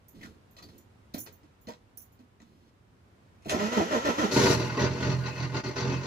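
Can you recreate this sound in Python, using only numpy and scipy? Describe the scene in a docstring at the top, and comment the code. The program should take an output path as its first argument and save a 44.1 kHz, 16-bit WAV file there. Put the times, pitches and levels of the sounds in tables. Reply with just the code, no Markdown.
"""Cold diesel start

A car starts in a street, heard from the ground beside its tailpipe. Keys jingle and controls
click in the cabin; the starter engages and labours as each piston squeezes its air. The four
cylinders catch with a roar and settle into a lumpy idle that rings the long exhaust pipe."""
import sys
import numpy as np
from scipy import signal
from scipy.fft import rfft, irfft, next_fast_len
from scipy.io import wavfile
from scipy.ndimage import map_coordinates

SR = 44100
rng = np.random.default_rng(int(sys.argv[2]) if len(sys.argv) > 2 else 0)


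def waveform_to_disk(signal):
    """Save audio, clipped to [-1, 1], as 16-bit WAV at the path in sys.argv[1]."""
    frames = np.transpose(np.atleast_2d(signal))
    scaled = np.clip(frames, -1, 1) * 32767
    samples = np.round(scaled).astype(np.int16)
    wavfile.write(sys.argv[1], SR, samples)


N = 267373

# surges as the starter takes up the load and meets each compression:
# (time [s], length [s], load [dB], clatter [dB], drop in gear pitch [Hz], housing ring [dB])
STARTER_SURGES = [(3.505, 0.056, -32, -48.5, 5.56, -33.5), (3.588, 0.075, -35, -43.5, 12, -36),
                  (3.716, 0.062, -38.5, -39.5, 27.1, -41), (3.767, 0.058, -27, -43.5, 127, -53),
                  (3.908, .061, -27.5, -38.5, 89, -30), (4.045, 0.06, -28, -37, 76, -29),
                  (4.178, 0.077, -29.5, -37.5, 120, -29)]


def amp(db):
    """Turn decibels into a gain."""
    return 10 ** (np.asarray(db) / 20)


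def unit(x):
    """Scale x to an average (rms) level of 1."""
    return x / np.sqrt(np.mean(x ** 2) + 1e-20)


def clock():
    """The time of every sample, in seconds."""
    return np.arange(N) / SR


def along(points, hz):
    """Read between (frequency, value) points on a logarithmic frequency scale."""
    freqs, values = np.transpose(points)
    return np.interp(np.log(hz + 1), np.log(np.abs(freqs) + 1), values)


def curve(points):
    """Join (time, value) points with straight lines."""
    return np.interp(clock(), *np.transpose(points))


def fade_in(start, length):
    """A ramp from 0 to 1."""
    return np.clip((clock() - start) / length, 0, 1)


def swell(start, length, rise_s, fall_s):
    """A level that rises, holds and dies away."""
    return fade_in(start, rise_s) * np.exp(-np.maximum(clock() - start - length, 0) / fall_s)


def burst(start, t60, attack):
    """The level of a blow: a quick rise, then a fall of 60 dB in t60 seconds."""
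    age = np.maximum(clock() - start, 0)
    return np.exp(-np.log(1000) * np.minimum(age / t60, 10)) * (1 - np.exp(-age / attack))


def noise():
    """Fresh white noise."""
    return rng.standard_normal(N)


def wobble(rate):
    """A smooth curve through `rate` random values a second."""
    return map_coordinates(rng.standard_normal(int(N * rate / SR) + 4), [clock() * rate])


def tone(hz):
    """A slightly unsteady ringing note."""
    return np.sqrt(2) * np.sin(2 * np.pi * hz * clock() + 0.5 * wobble(90))


def filtered(x, response):
    """Multiply each frequency in x by response(frequency)."""
    size = next_fast_len(N + SR // 2)
    return irfft(rfft(x, size) * response(np.fft.rfftfreq(size, 1 / SR)), size)[..., :N]


def coloured(x, spectrum):
    """Shape x with (frequency [Hz], level [dB]) points, then scale it to level 1."""
    return unit(filtered(x, lambda hz: amp(along(spectrum, hz))))


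def resonate(x, modes):
    """Let x ring resonances given as (pitch [Hz], width [Hz], level [dB]); scale to level 1."""
    return unit(filtered(x, lambda f: sum(
        (-1) ** k * amp(db) * 1j * f * width / (hz * hz - f * f + 1j * f * width)
        for k, (hz, width, db) in enumerate(modes))))


def low_pass(hz, edge_hz, steepness):
    """A gain near 1 below the edge and near 0 above it."""
    return 1 / (1 + (hz / edge_hz) ** steepness)


def street():
    """A low, slowly shifting hum of distant traffic."""
    # traffic hum: (frequency [Hz], level [dB])
    spectrum = [(12, -53), (20, -35), (37, -18), (90, -1), (153, -10.5), (259, -12), (306, -16.5),
                (352, -14), (393, -16.5), (519, -18.5), (811, -22.5), (958, -21), (8170, -42.5),
                (15500, -50.5)]
    # how alike left and right are: (frequency [Hz], likeness [-1 to 1])
    likeness = [(60, 0.86), (240, 0.88), (950, -0.18), (3770, 0.053), (15000, -0.079)]
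    angle = lambda hz: np.arccos(np.clip(along(likeness, hz), -1, 1)) / 2
    shares = lambda hz: np.array([np.cos(angle(hz)), np.sin(angle(hz))])
    mid, side = filtered(np.array([noise(), noise()]), shares)
    hum = coloured(np.array([mid + side, mid - side]), spectrum)
    return amp(-59 + 1.8 * wobble(2.35)) * amp([[-0.5], [0.5]]) * hum


def keys():
    """Each jog clashes and rings the keys; they swing back and touch again, ever more softly."""
    # jogs of the bunch: (time [s], level [dB], extra clash [dB])
    jogs = [(0.083, -44.5, 2), (0.509, -54, -6), (0.624, -55, -8), (0.78, -47.5, 1), (1.142, -39, 5),
            (1.1807, -30, -8), (1.202, -28.5, -3), (1.324, -45, -15), (1.612, -51, -8), (1.973, -34, -0.5),
            (2.018, -47, 8.5), (2.122, -55.5, -2)]
    # notes of the keys: (pitch [Hz], width [Hz], level [dB])
    key_notes = [(5880, 50, -2), (6320, 60, -6), (6920, 79, 2.5), (7970, 90, -17), (9184, 100, -12),
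                 (9700, 67, -8), (11060, 84, -3.5), (11770, 65, -13.5), (13100, 60, 2.5), (14640, 88, -9),
                 (15300, 82, -2)]
    # edges scraping: (frequency [Hz], level [dB])
    scrape = [(4000, -17), (6000, -13), (9000, -13.5), (12000, -7), (14500, 0), (15800, -12)]
    rebound_s, rebound_loss_db = 0.026, 15
    out = np.zeros(N)
    for s, db, clash_db in jogs:
        modes = [(hz * (1 + .009 * rng.normal()), width, level + rng.normal(0, 4.5))
                 for hz, width, level in key_notes]
        touches = [(s + rebound_s * (k + rng.uniform(-.4, .4) * (k > 0)), amp(-rebound_loss_db * k))
                   for k in range(3)]
        ring = sum(gain * burst(at, 0.12, 0.0012) for at, gain in touches) * resonate(noise(), modes)
        clash = sum(gain * burst(at, 0.041, .0003) for at, gain in touches) * coloured(noise(), scrape)
        out += amp(db - 11.5) * (ring + amp(clash_db + 3.5) * clash)
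    return filtered(out, lambda hz: 1 - low_pass(hz, 5000, 8))


def blows():
    """List every click, thump and strike, all in the columns of `strikes`."""
    # small metal clicks of the lock and switches: (time [s], ring [dB], pitch [Hz])
    clicks = [(0.21, -48, 2090), (0.228, -41.5, 1745), (.25, -47.5, 1404), (0.567, -50, 4100),
              (0.584, -47.5, 1193), (0.625, -48, 4570), (0.683, -55.5, 4360)]
    # dull knocks of the controls: (time [s], ring [dB], snap [dB], pitch [Hz])
    thumps = [(1.169, -42.5, -45, 125.2), (1.17, -41, -50, 270), (1.263, -48, -35.5, 436),
              (1.433, -59.5, -49, 300), (1.672, -42.5, -30.5, 226.3), (1.678, -38, -33, 475),
              (1.682, -44.5, -57, 943), (2.192, -48, -55, 246.1), (2.403, -53.5, -46, 230),
              (2.67, -69, -57, 300)]
    # the lock bolt, the starter's magnetic switch and the drive taking up the load:
    # (time [s], snap [dB], thud [dB], pitch [Hz], ring [dB], decay [s])
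    strikes = [(1.139, -30, -48, 4450, -27, 0.023), (1.144, -22.5, -35, 263, -32, 0.071),
               (3.456, -48, -33.5, 400, -44.5, 0.38), (3.523, -26, -33, 470, -32, 0.1),
               (3.54, -47, -39, 220, -25.5, 0.095)]
    light = [(s, db + 6.5, db - 14, hz, db, 0.11) for s, db, hz in clicks]
    dull = [(s, snap_db, db - 13.5, hz, db, 0.18) for s, db, snap_db, hz in thumps]
    return light + dull + list(strikes)


def knocks():
    """Each blow snaps, rings briefly and thuds the body panels, over soft shuffling."""
    # snap of a blow: (frequency [Hz], level [dB])
    snap_colour = [(300, -5), (550, 4.5), (1300, 5.5), (2500, 0), (4500, 0.5), (7500, -6), (10000, -27),
                   (15500, -52)]
    # body panel notes: (pitch [Hz], width [Hz], level [dB])
    panels = [(122, 76, -10), (284, 130, -11.5), (634, 86, -9)]
    # movements on the seat: (time [s], length [s], level [dB])
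    shuffles = [(0.132, 0.17, -53.5), (0.605, 0.17, -57), (2.407, 0.26, -64)]
    seat_colour = [(80, -8), (220, 0.5), (420, -6.5), (900, -31), (4000, -24.5), (9000, -36),
                   (15000, -47)]
    hits = blows()
    snap = sum(amp(db) * burst(s - .002, t60, 0.0011) for s, db, *_, t60 in hits)
    thud = sum(amp(db) * burst(s, t60, 0.0027) for s, _, db, *_, t60 in hits)
    rough_note = lambda hz: unit(tone(hz) + 1.17 * resonate(noise(), [(hz, 0.14 * hz, 0)]))
    ring = sum(amp(db) * burst(s, t60, 0.0021) * rough_note(hz) for s, _, _, hz, db, t60 in hits)
    moving = sum(amp(db) * swell(s, length, rise_s=0.023, fall_s=0.041) for s, length, db in shuffles)
    shuffle = moving * coloured(noise(), seat_colour)
    grit = coloured(unit(noise() * amp(6.2 * wobble(300))), snap_colour)
    return amp(-12) * snap * grit + amp(-2) * thud * resonate(noise(), panels) + ring + shuffle


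def pinion():
    """The starter's small gear ticks forward, then slams into the flywheel with a gritty clang."""
    # steel teeth meeting: (time [s], level [dB], decay [s])
    contacts = [(3.421, -62, 0.22), (3.447, -54.5, 0.18), (3.483, -40, 0.14), (3.495, -25.5, 0.098),
                (3.517, -37, 0.053)]
    # their clang: (frequency [Hz], level [dB])
    clang = [(400, -20), (900, -0.5), (1700, -0.5), (2600, 3), (3400, -1.5), (4100, -3.5), (5200, -6),
             (6800, -4), (8500, -13), (11000, -16), (15500, -39)]
    level = sum(amp(db) * burst(s, t60, 0.00059) for s, db, t60 in contacts)
    return level * coloured(noise() * amp(2.8 * wobble(500)), clang)


def gear_pitch():
    """Pitch of the starter gear in Hz: it spins up and is dragged down by each compression."""
    engage_s, engage_hz, climb_hz_per_s, free_hz = 3.45, 139.85, 410, 314.7
    lag_s, half_sag_s = 0.01212, .048  # slowest just after each surge
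    unloaded = np.clip(engage_hz + climb_hz_per_s * (clock() - engage_s), engage_hz, free_hz)
    sag = sum(sag_hz * np.exp(-((clock() - s - length - lag_s) / half_sag_s) ** 2)
              for s, length, _, _, sag_hz, _ in STARTER_SURGES)
    return unloaded - sag


def cranking():
    """Strength of load and clatter: a steady churn, with a surge as each piston passes the top."""
    surges = [(swell(s, length, 0.0066, 0.012), load_db, clatter_db)
              for s, length, load_db, clatter_db, *_ in STARTER_SURGES]
    engaged = fade_in(3.485, 0.014) * (1 - fade_in(4.3, 0.15))
    load = amp(-37.5) + sum(amp(db) * surge for surge, db, _ in surges)
    clatter = amp(-39) + sum(amp(db) * surge for surge, _, db in surges)
    return load * engaged, clatter * engaged


def starter():
    """The gear whines against each compression, which rings the housing and pumps air down the pipe."""
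    # gear whine: (multiple of the gear pitch, level [dB])
    overtones = [(1, -3), (2, 2), (3, -10), (4, -4), (5, -8.5), (6, -7)]
    # how the starter's casing colours it: (frequency [Hz], gain [dB])
    casing = [(150, -10), (212, 10.5), (270, -1), (380, 1), (450, 1), (530, -0.5), (605, 0), (700, 3),
              (900, -0.5)]
    # notes of the housing round the flywheel: (pitch [Hz], level [dB])
    housing_notes = [(608, -2.5), (1035, -8.5), (1368, -10.5), (1823, -16)]
    # pumped air: (frequency [Hz], level [dB])
    air = [(30, -40), (70, -5.5), (120, -6), (260, -2), (380, 3.5), (500, 0), (720, -4.5), (900, -9),
           (1400, -62)]
    gear_hz = gear_pitch()
    teeth = np.cumsum(gear_hz * (1 + 0.028 * wobble(120))) / SR
    judder_db = lambda: 2.2 * wobble(90)
    whine = unit(sum(amp(db + along(casing, k * gear_hz) + judder_db()) * np.sin(2 * np.pi * k * teeth)
                     for k, db in overtones))
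    growl = coloured(noise() * amp(2.6 * wobble(120)), air)
    strain = sum(amp(db) * swell(s, 0.032, rise_s=0.018, fall_s=0.02) for s, *_, db in STARTER_SURGES)
    housing = unit(sum(amp(db + judder_db()) * np.sin(2 * np.pi * hz * clock() + 0.56 * wobble(50))
                       for hz, db in housing_notes))
    load, _ = cranking()
    return load * (amp(-4) * whine * fade_in(3.51, 0.07) + amp(-7) * growl) + amp(3) * strain * housing


def rattle():
    """Valve gear and starter teeth clatter as the engine is turned over."""
    # metal clatter: (frequency [Hz], level [dB])
    spectrum = [(400, -41), (700, -13), (1000, -0.5), (1230, -10.5), (1360, 1), (1480, -8), (1830, -4.5),
                (2300, -10.5), (3200, -11), (3800, -14.5), (4470, -17), (6500, -15.5), (8720, -33.5),
                (12900, -37), (15500, -58)]
    teeth = np.cumsum(gear_pitch()) / SR
    chatter = unit(noise() * amp(2 * np.cos(2 * np.pi * teeth) + 0.5 * wobble(120)))
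    _, clatter = cranking()
    return amp(-2.5) * clatter * coloured(chatter, spectrum)


def firings():
    """One pulse for each firing; cold cylinders fire unevenly in time and strength."""
    # engine speed: (time [s], firings [per s])
    speed = [(4.3, 29.7), (4.38, 42.1), (4.45, 48), (4.55, 40.4), (4.7, 40.2), (4.85, 43.8), (5.1, 43),
             (5.3, 42), (5.6, 42), (5.9, 43.5), (6.06, 43.7)]
    # strength of each of the four cylinders [dB]
    cylinders = [-1.2, -2, -1.5, -2]
    count = np.floor(np.cumsum(curve(speed)) / SR)
    times = clock()[np.flatnonzero(np.diff(count))]
    timing, strength = rng.standard_normal((len(times), 2)).T
    samples = np.clip((times + 0.00075 * timing) * SR, 0, N - 1).astype(int)
    return np.bincount(samples, amp(np.resize(cylinders, len(times)) + 1.8 * strength), N)


def combustion():
    """Levels of bark, rasp and jet in dB: the power of each surge adds to that of the idle."""
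    # surges of burning fuel: (time [s], length [s], bark [dB], rasp [dB], jet [dB])
    surges = [(4.296, 0.04, -28.5, -31.5, -34), (4.348, .18, -23.5, -26, -32.5),
              (4.561, 0.084, -31.5, -36.5, -46.5), (4.65, 0.2, -43, -40, -52),
              (4.765, 0.029, -28, -39, -55), (4.79, 0.066, -31.5, -30, -40),
              (4.882, 0.16, -38, -43.5, -51.5), (4.999, 0.13, -34.5, -37.5, -47.5),
              (5.24, 0.054, -57, -40.5, -50), (5.356, 0.075, -59, -42.5, -50.5),
              (5.53, 0.12, -40.5, -38.5, -49), (5.64, 0.059, -42, -50, -52.5),
              (5.755, 0.062, -38.5, -37.5, -44.5), (5.83, 0.12, -36.5, -41, -49),
              (6.023, 0.034, -44.5, -46, -51.5)]
    # levels between surges: (bark [dB], rasp [dB], jet [dB])
    idle = [-44, -45.5, -57.5]
    shapes = np.array([swell(s, length, rise_s=0.016, fall_s=0.027) for s, length, *_ in surges])
    strengths = amp([levels for _, _, *levels in surges])
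    return 10 * np.log10(amp(idle)[:, None] ** 2 + strengths.T ** 2 @ shapes ** 2)


def alight():
    """A gain that rises as the fuel catches and dips briefly at each misfire."""
    # misfires: (time [s], half length [s], dip [dB])
    misfires = [(5.486, 0.013, -2.5), (5.622, 0.0099, -43), (5.73, 0.016, -5.5)]
    dips_db = sum(db * np.exp(-((clock() - s) / half) ** 2) for s, half, db in misfires)
    return amp(dips_db) * fade_in(4.293, .03) ** 2


def gas(pulses, t60, steady):
    """Swirling gas puffs after each valve opens, on top of a steady flow."""
    puff = unit(signal.fftconvolve(pulses, burst(0, t60, 0.0086)[:SR // 4])[:N])
    return unit(noise() * (puff + steady) * amp(2.2 * wobble(70)))


def exhaust(pulses):
    """Each firing thumps the silencer box and rings the long pipe; hard firing wakes a broad roar."""
    # note of the air in the silencer: (pitch [Hz], width [Hz], level [dB])
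    box_note = [(127.4, 33.4, 0)]
    # the silencer's bass: (time [s], level [dB])
    boom_levels = [(4.3, -41), (4.368, -30.5), (4.524, -25.5), (4.774, -41.5), (4.818, -28), (4.98, -36.5),
                   (5.098, -27), (5.314, -38.5), (5.334, -47), (5.416, -34.5), (5.612, -39.5), (5.632, -49),
                   (5.672, -38), (5.746, -46.5), (5.828, -32.5), (5.932, -31.5), (5.99, -33.5), (6.06, -49)]
    # notes along the pipe: (pitch [Hz], width [Hz], level [dB])
    pipe_notes = [(207.6, 10, 2.5), (249, 14, -0.5), (285, 15, 1.5), (332.4, 12, 2), (372, 9.9, 0.5),
                  (401, 22, -2.5), (455, 24, -6), (485.6, 17.4, -4.5), (576, 30, -8.5), (624, 24, -5.5)]
    # broad roar: (frequency [Hz], level [dB])
    roar_colour = [(25, -27), (60, 2), (90, -1), (140, 2), (200, 1.5), (320, -2.5), (480, -1.5), (620, -8),
                   (760, -11), (1200, -72)]
    bark_db, _, _ = combustion()
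    roar_share = np.clip((bark_db + 40.5) / 26, .05, .7)
    paths = (noise() * burst(0, 0.042, 0.00099))[:SR // 8]  # the same silencer echoes for every firing
    thumps = unit(signal.fftconvolve(pulses, paths)[:N])
    roar = coloured(thumps + 1.2 * gas(pulses, 0.037, .4), roar_colour)
    box = resonate(unit(pulses) + 0.34 * gas(pulses, 0.064, 0.22), box_note)
    pipe = resonate(unit(pulses) + gas(pulses, 0.071, 0.12), pipe_notes)
    with_roar = lambda ring: np.sqrt(1 - roar_share) * ring + np.sqrt(roar_share) * roar
    outlet_hz = 69  # the narrow outlet gives off little below this
    boom = filtered(with_roar(box), lambda hz: low_pass(hz, 205, 10) * (1 - low_pass(hz, outlet_hz, 5)))
    bark = filtered(with_roar(pipe), lambda hz: 1 - low_pass(hz, 180, 10))
    return (amp(curve(boom_levels) + 0.26) * unit(boom) + amp(bark_db) * unit(bark)) * alight()


def tip(pulses):
    """Gas rasps and hisses out of one of the twin tips; each firing knocks its ringing metal anew."""
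    # notes across the silencer and tip: (pitch [Hz], width [Hz], level [dB])
    notes = [(866, 32, -2), (950, 35, -13), (1060, 48, -0.5), (1224, 28, -2), (1478, 25, 2),
             (1935, 36, 0.5), (2070, 65, -1.5), (2580, 34, -5), (2766, 30, -9), (3135, 65, -10),
             (3540, 86, -6), (3937, 55, -5), (4307, 130, 2.5), (4660, 74, -0.5), (5700, 55, -6),
             (6200, 90, -17)]
    # the gas's low rasp, higher jet and topmost fizz, each: (frequency [Hz], level [dB])
    rasp_colour = [(350, -15), (600, -4), (754, -18.5), (869, 0), (1150, -5), (1320, -12.5), (1470, 2),
                   (1630, -12.5), (1850, -5.5), (2410, -12), (3300, -18), (4290, -57), (7260, -120)]
    jet_colour = [(1760, -32), (3000, -11), (3700, -8), (4050, -1.5), (4350, -6), (4520, -5.5), (4700, -8),
                  (5160, -4.5), (6340, -4.5), (8640, -32.5), (15500, -44)]
    fizz_colour = [(5000, -20), (7000, 11.5), (8500, -1), (11000, -0.5), (14000, -15), (15500, -28)]
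    # fizz, which only fast gas makes: (time [s], level [dB])
    fizz_levels = [(4.31, -46), (4.53, -47), (4.58, -58), (4.7, -65), (4.85, -71), (4.92, -67.5),
                   (6.06, -73.5)]
    _, rasp_db, jet_db = combustion()
    knock = gas(pulses, 0.037, 0.3)
    ring = lambda modes: unit(sum(amp(db + 2.5 * wobble(12)) * resonate(knock, [(hz, width, 0)])
                                  for hz, width, db in modes))
    low_ring = ring([note for note in notes if note[0] < 3000])
    high_ring = ring([note for note in notes if note[0] >= 3000])
    high_ring = coloured(high_ring, [(2000, -23), (3000, 1), (6300, -2), (8500, -20)])
    # the metal rings no harder above a certain flow, so the full roar is broad noise
    low_ring *= amp(np.minimum(rasp_db, -35) - 4)
    high_ring *= amp(np.minimum(jet_db, -41) - 0.5)
    rasp = amp(rasp_db - 4) * coloured(gas(pulses, 0.1, 1.9), rasp_colour)
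    ringing_rasp = filtered(rasp + low_ring, lambda hz: low_pass(hz, 4200, 6))
    jet = amp(jet_db - 3) * coloured(gas(pulses, 0.073, 1.0), jet_colour)
    fizz = amp(curve(fizz_levels)) * coloured(gas(pulses, 0.18, 0.9), fizz_colour)
    return (ringing_rasp + jet + high_ring + fizz) * alight()


def singing():
    """Now and then the gas jet catches one note of the tip and makes it sing."""
    # sung notes: (time [s], length [s], pitch [Hz], level [dB])
    notes = [(4.45, 0.078, 1472, -39), (4.78, 0.034, 1935, -32), (5.03, .02, 1935, -48),
             (5.196, .04, 1462, -43), (5.242, 0.14, 2574, -47), (5.665, .025, 1935, -42),
             (5.896, .08, 2574, -47), (5.963, 0.047, 1462, -48.5)]
    flutter = lambda hz: unit(1.1 * tone(hz) + resonate(noise(), [(hz, 40, 0)]))
    return sum(amp(db) * swell(s, length, .012, 0.014) * flutter(hz) for s, length, hz, db in notes)


def place(x, lag_s, pan):
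    """Make x stereo: direct sound reaches the left late; road, car and house fronts scatter the rest."""
    # echo against direct sound: (frequency [Hz], level [dB])
    scatter = [(130, -13.5), (300, -10.5), (700, 1.5), (1500, 5), (12000, -0.5)]
    # how long the echo lasts: (frequency [Hz], time to fall 60 dB [s])
    decay = [(150, 0.19), (1500, 0.082), (12000, 0.12)]
    freqs, times, spectra = signal.stft(rng.standard_normal((2, SR // 4)), SR, nperseg=256)
    _, tail = signal.istft(spectra * amp(-60 * times / along(decay, freqs)[:, None]), SR, nperseg=256)
    echo = signal.fftconvolve(x[None], tail / np.linalg.norm(tail[0]), axes=1)[:, :N]
    echo_gain = lambda hz: amp(along(scatter, hz))
    side = np.array([[.5], [-.5]])
    direct = filtered(x, lambda hz: np.exp(-2j * np.pi * hz * side * lag_s))
    both = direct + filtered(echo, echo_gain)
    return filtered(both, lambda hz: amp(side * along(pan, hz)) / np.hypot(1, echo_gain(hz)))


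def scene():
    """Cabin and engine lie at the far end of the car, the twin tailpipe tips close by."""
    # balance of the car's front and tail, each: (frequency [Hz], left minus right [dB])
    front_pan = [(60, -4), (200, -2.5), (2400, -0.5), (4400, 1), (8100, 2.5), (15000, -24)]
    tail_pan = [(60, -5.5), (200, -0.5), (700, -2), (2400, 1.5), (4400, 4), (8100, 3), (15000, -23.5)]
    pulses = firings()
    front = place(knocks() + pinion() + starter() + rattle(), lag_s=0.000446, pan=front_pan)
    underbody = place(rattle(), lag_s=0.00038, pan=front_pan)
    jingle = place(keys(), lag_s=0.00048, pan=[(6000, 14.5), (9000, -10), (12000, -15.5)])
    near_tip = place(exhaust(pulses) + tip(pulses) + singing(), lag_s=.00003, pan=tail_pan)
    far_tip = place(tip(pulses), lag_s=.00006, pan=tail_pan)
    return front + underbody + jingle + near_tip + far_tip + street()


def record(dry):
    """Cut away the very highest treble."""
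    top_hz, fade_hz = 15850, 600
    return filtered(dry, lambda hz: np.sin(np.pi / 2 * np.clip((top_hz - hz) / fade_hz, 0, 1)) ** 2)


dry = scene()
out = record(dry)
waveform_to_disk(out)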